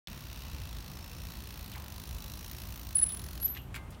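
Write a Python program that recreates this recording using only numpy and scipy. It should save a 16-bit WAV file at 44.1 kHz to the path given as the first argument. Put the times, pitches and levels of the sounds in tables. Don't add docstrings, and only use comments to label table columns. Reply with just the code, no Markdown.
import sys
import numpy as np
from scipy import signal
from scipy.fft import rfft, irfft
from scipy.io import wavfile

SR = 44100
rng = np.random.default_rng(int(sys.argv[2]) if len(sys.argv) > 2 else 0)


def inscribe(sig):
    pcm = np.round(np.clip(np.atleast_2d(sig).T, -1, 1) * 32767)
    wavfile.write(sys.argv[1], SR, pcm.astype(np.int16))


N = 176400
TIME = np.arange(N) / SR
YARD_T60_S = 0.49


def from_db(db):
    return 10 ** (np.asarray(db) / 20)


def rms_one(x):
    return x / np.sqrt(np.mean(x ** 2) + 1e-20)


def noise(db_at):
    hz = np.maximum(np.arange(N // 2 + 1) * SR / N, 1)
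    return rms_one(irfft(rfft(rng.standard_normal(N)) * from_db(db_at(hz)), N))


def coloured(points):
    hz, db = np.transpose(points)
    return noise(lambda f: np.interp(np.log(f), np.log(hz), db))


def drift(rate_hz):
    return noise(lambda f: -20 * np.log10(1 + (f / rate_hz) ** 2))


def hump(hz, octaves):
    return noise(lambda f: -20 * np.log10(1 + (np.log2(f / hz) / octaves) ** 2))


def swell(s, half_length):
    return np.exp(-((TIME - s) / half_length) ** 2)


def resonance(x, hz, width_hz):
    r = np.exp(-np.pi * width_hz / SR)
    feedback = [1, -2 * r * np.cos(2 * np.pi * hz / SR), r * r]
    return signal.lfilter(np.array([1, 0, -1]) * (1 - r * r) / 2, feedback, x)


def yard(x, t60):
    wall_delay_s, build_s = 0.015, 0.011
    t = TIME[:SR]
    build = 1 - np.exp(-np.maximum(t - wall_delay_s, 0) / build_s)
    tail = rng.standard_normal(SR) * build * np.exp(-np.log(1000) * t / t60)
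    return signal.fftconvolve(x, tail / np.sqrt(np.sum(tail ** 2)))[:N]


def town():
    # frequency in Hz, relative level per Hz in dB.
    spectrum = [(22, -47), (31, -26), (41, -3), (62, 3), (100, -5), (190, -11.5), (280, -19), (450, -25.5),
                (700, -25.5), (1100, -26), (1700, -33), (3000, -36), (5000, -46.5), (9000, -45.5),
                (16000, -51)]
    # peak time in seconds, level in dB, half-length in seconds.
    deep_swells = [(0.532, -37.5, .02), (0.616, -45, 0.06), (1.193, -40.5, 0.017), (2.17, -42.5, 0.035)]
    rumble = coloured(spectrum) * from_db(-44 + .5 * drift(7.1))
    swells = sum(from_db(db) * swell(s, half_length) for s, db, half_length in deep_swells)
    return rumble + swells * hump(hz=71, octaves=0.26)


def tyres():
    nearest_s, pass_s = 3.43, 0.21
    relative_distance = np.sqrt(1 + ((TIME - nearest_s) / pass_s) ** 2)
    return from_db(-61) * hump(hz=343, octaves=0.34) / relative_distance


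def frame_ring():
    # start in seconds, strength of the jerk in dB.
    jerks = [(3.7424, -2), (3.7505, -4.5), (3.760, 0)]
    # pitch in Hz, level in dB for a 0 dB jerk, seconds to fall by 60 dB.
    modes = [(588, -66.5, 1.7), (897, -63, 2.0), (1071, -67, 1.1), (1230, -64, 1.9), (1584, -55, 0.29),
             (2090, -54, 0.38), (2260, -46.5, 0.067), (2496, -57, .12), (3860, -56, 0.15),
             (7050, -53, 0.054), (7400, -54, 0.056), (9800, -55, .05), (12400, -55, .05)]
    scatter_db = 2.5
    out = np.zeros(N)
    for s, strength_db in jerks:
        age = np.maximum(TIME - s, 0)
        for hz, db, t60 in modes:
            gain = from_db(strength_db + db + scatter_db * rng.standard_normal()) * (TIME > s)
            decay = np.exp(-np.log(1000) * age / t60)
            out += gain * decay * np.sin(2 * np.pi * (hz * age + rng.random()))
    return out


def click_and_knocks():
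    # start in seconds, level in dB, centre in Hz, width in octaves, decay in seconds.
    bursts = [(0.072, -29, 3100, 0.42, 0.0024), (1.725, -49, 3000, 0.47, 0.019),
              (1.75, -47.5, 2100, 0.38, .02), (1.763, -51.5, 920, 0.25, 0.058),
              (3.016, -48.5, 1850, 0.2, 0.011), (3.022, -48.5, 3900, 0.14, 0.0099),
              (3.024, -44, 10300, 0.038, 0.013), (3.098, -47.5, 3510, 0.2, 0.018),
              (3.429, -45, 12100, .012, .012), (3.444, -53, 5070, .08, 0.0088),
              (3.479, -45, 4550, 0.89, .003), (3.548, -48.5, 2580, 0.82, 0.014),
              (3.560, -47, 2050, 0.71, 0.0046), (3.567, -41, 2230, 0.48, 0.0056),
              (3.573, -40.5, 2740, 0.5, 0.0071), (3.584, -51, 2900, 0.12, 0.026),
              (3.618, -56, 12000, .7, .005), (3.729, -64, 3950, 1.6, 0.0049),
              (3.7425, -39, 2090, 0.64, 0.0048), (3.7514, -43, 2240, 0.88, 0.0059),
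              (3.753, -47.5, 11000, 1, .014), (3.760, -38, 1950, 0.73, 0.0093),
              (3.775, -50.5, 2500, 0.55, 0.012), (3.905, -53.5, 10900, 1.1, 0.013),
              (3.922, -58, 3000, 1.0, 0.024), (3.946, -52, 3480, 0.38, .004)]
    attack_s = 0.00026
    out = np.zeros(N)
    for s, db, hz, octaves, decay in bursts:
        age = np.maximum(TIME - s, 0)
        envelope = np.minimum(age / attack_s, 1) * np.exp(-age / decay)
        out += from_db(db) * envelope * hump(hz, octaves)
    return out + from_db(-23.5) * yard(out, YARD_T60_S)


def squeal(curve, rub_db):
    jitter_hz, rub_width_hz = 4.5, 240
    s, hz, db = np.transpose(curve)
    level = from_db(np.interp(TIME, s, db)) * (TIME > s[0]) * (TIME < s[-1])
    pitch = np.interp(TIME, s, hz) + jitter_hz * drift(140)
    phase = 2 * np.pi * np.cumsum(pitch) / SR
    rub = drift(rub_width_hz) * np.sin(phase) + drift(rub_width_hz) * np.cos(phase)
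    return level * (np.sqrt(2) * np.sin(phase) + from_db(rub_db) * rub)


def brake():
    # time in seconds, pitch in Hz, level in dB.
    first_squeal = [(2.949, 10100, -60), (2.954, 10090, -28), (2.957, 10085, -18.5), (2.964, 10090, -25),
                    (2.970, 10100, -24), (2.978, 10130, -45), (2.982, 10130, -27), (2.987, 10131, -21.5),
                    (2.9925, 10170, -40), (2.997, 10195, -26), (3.004, 10190, -28), (3.009, 10150, -39),
                    (3.024, 10110, -28), (3.031, 10085, -17), (3.040, 10087, -25), (3.046, 10090, -37),
                    (3.06, 10090, -42)]
    rising_squeal = [(3.403, 11170, -62), (3.414, 11250, -44), (3.428, 11480, -36), (3.442, 11760, -33),
                     (3.457, 11930, -23.5), (3.468, 12060, -35), (3.482, 12100, -55)]
    last_whistle = [(3.472, 12370, -60), (3.484, 12383, -42), (3.497, 12383, -39), (3.513, 12383, -40),
                    (3.525, 12380, -62)]
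    first = squeal(first_squeal, rub_db=-21)
    second = squeal(rising_squeal, rub_db=-11) + squeal(last_whistle, rub_db=-35)
    reflected = yard(first, YARD_T60_S) + yard(second, t60=0.32)
    return first + second + from_db(-11) * reflected


def pawls():
    # time in seconds, ticks per second.
    tick_rate = [(0.07, 64.85), (0.42, 65.94), (0.66, 53.55), (0.75, 52.32), (1.29, 59.34), (1.65, 57.89),
                 (1.76, 46.7), (2.08, 54.94), (2.25, 51.55), (2.47, 57.88), (2.7, 57.23), (2.92, 51.27),
                 (3.09, 34.12), (3.18, 43.1), (3.36, 44.86), (3.41, 37.88), (3.48, 19.5)]
    # time in seconds, relative tick level in dB.
    tick_level = [(.1, -.2), (1.2, -.7), (1.9, 0), (2.3, .7), (2.7, .7), (3.05, .2), (3.35, 1.8),
                  (3.42, .8), (3.47, -2)]
    start_tooth, stop_s = -.37, 3.485
    base_db, weak_set_db, scatter_db, grain_db = -43.5, -1.0, 0.5, 3.0
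    attack_s, hold_s, decay_s = .0005, .0038, .0026
    teeth = np.floor(np.cumsum(np.interp(TIME, *np.transpose(tick_rate))) / SR + start_tooth)
    drops = np.flatnonzero((np.diff(teeth) > 0) & (TIME[1:] < stop_s)) + 1
    weak = teeth[drops] % 2 == 0
    drop_db = base_db + np.interp(TIME[drops], *np.transpose(tick_level)) + weak_set_db * weak
    clicks = np.zeros(N)
    clicks[drops] = from_db(drop_db + scatter_db * rng.standard_normal(len(drops)))
    t = TIME[:SR // 20]
    shape = np.minimum(t / attack_s, 1) * np.exp(-np.maximum(t - hold_s, 0) / decay_s)
    return signal.fftconvolve(clicks, shape)[:N] * rms_one(from_db(grain_db * drift(800)))


def freewheel():
    # frequency in Hz, relative level per Hz in dB.
    spectrum = [(500, -25), (950, -3), (1400, -4.5), (1900, -2), (2250, -5), (2700, 1), (3300, -1.5),
                (4200, 1.5), (4950, -1), (5700, 0.5), (6800, -3.5), (7600, -8.5), (9400, -4), (10400, -6),
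                (12000, -1.5), (14000, 0), (16000, 0.5)]
    # pitch in Hz, width in Hz, gain in dB, peak time and half-length in seconds.
    modes = [(1950, 350, 1.5, 3.15, .4), (2630, 180, 0, 0.55, 1.6), (4080, 170, 0, 1.7, 1.5),
             (5400, 210, 6.5, 1.02, 0.35), (5630, 600, 3, 2.35, 0.32), (9550, 82, 8, 1.3, 0.34),
             (10900, 110, 10, 2.3, 0.4), (14300, 610, -3, 2.9, .8), (14700, 230, 5, 2.2, 2.8)]
    envelope = pawls()
    drive = envelope * coloured(spectrum)
    rings = sum(from_db(db) * resonance(drive * swell(s, half_length), hz, width)
                for hz, width, db, s, half_length in modes)
    return envelope * coloured(spectrum) + rings


def approach(ticks):
    near_s, far_treble_db, near_yard_db, far_yard_boost_db = 2.8, -5, -4, 4
    far = np.clip(1 - TIME / near_s, 0, 1)
    treble = signal.sosfiltfilt(signal.butter(2, 5250, "high", fs=SR, output="sos"), ticks)
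    direct = ticks + treble * (from_db(far_treble_db * far) - 1)
    reflected = signal.sosfilt(signal.butter(1, 9300, fs=SR, output="sos"), yard(direct, t60=0.56))
    return direct + from_db(near_yard_db + far_yard_boost_db * far) * reflected


def scene():
    return (approach(freewheel()) + brake() + click_and_knocks() + frame_ring() + tyres() + town())[None]


def record(dry):
    start_s, cutoff_hz = .0725, 15850
    lowpass = signal.ellip(10, .1, 80, cutoff_hz, fs=SR, output="sos")
    return signal.sosfilt(lowpass, dry * (TIME > start_s))


dry = scene()
out = record(dry)
inscribe(out)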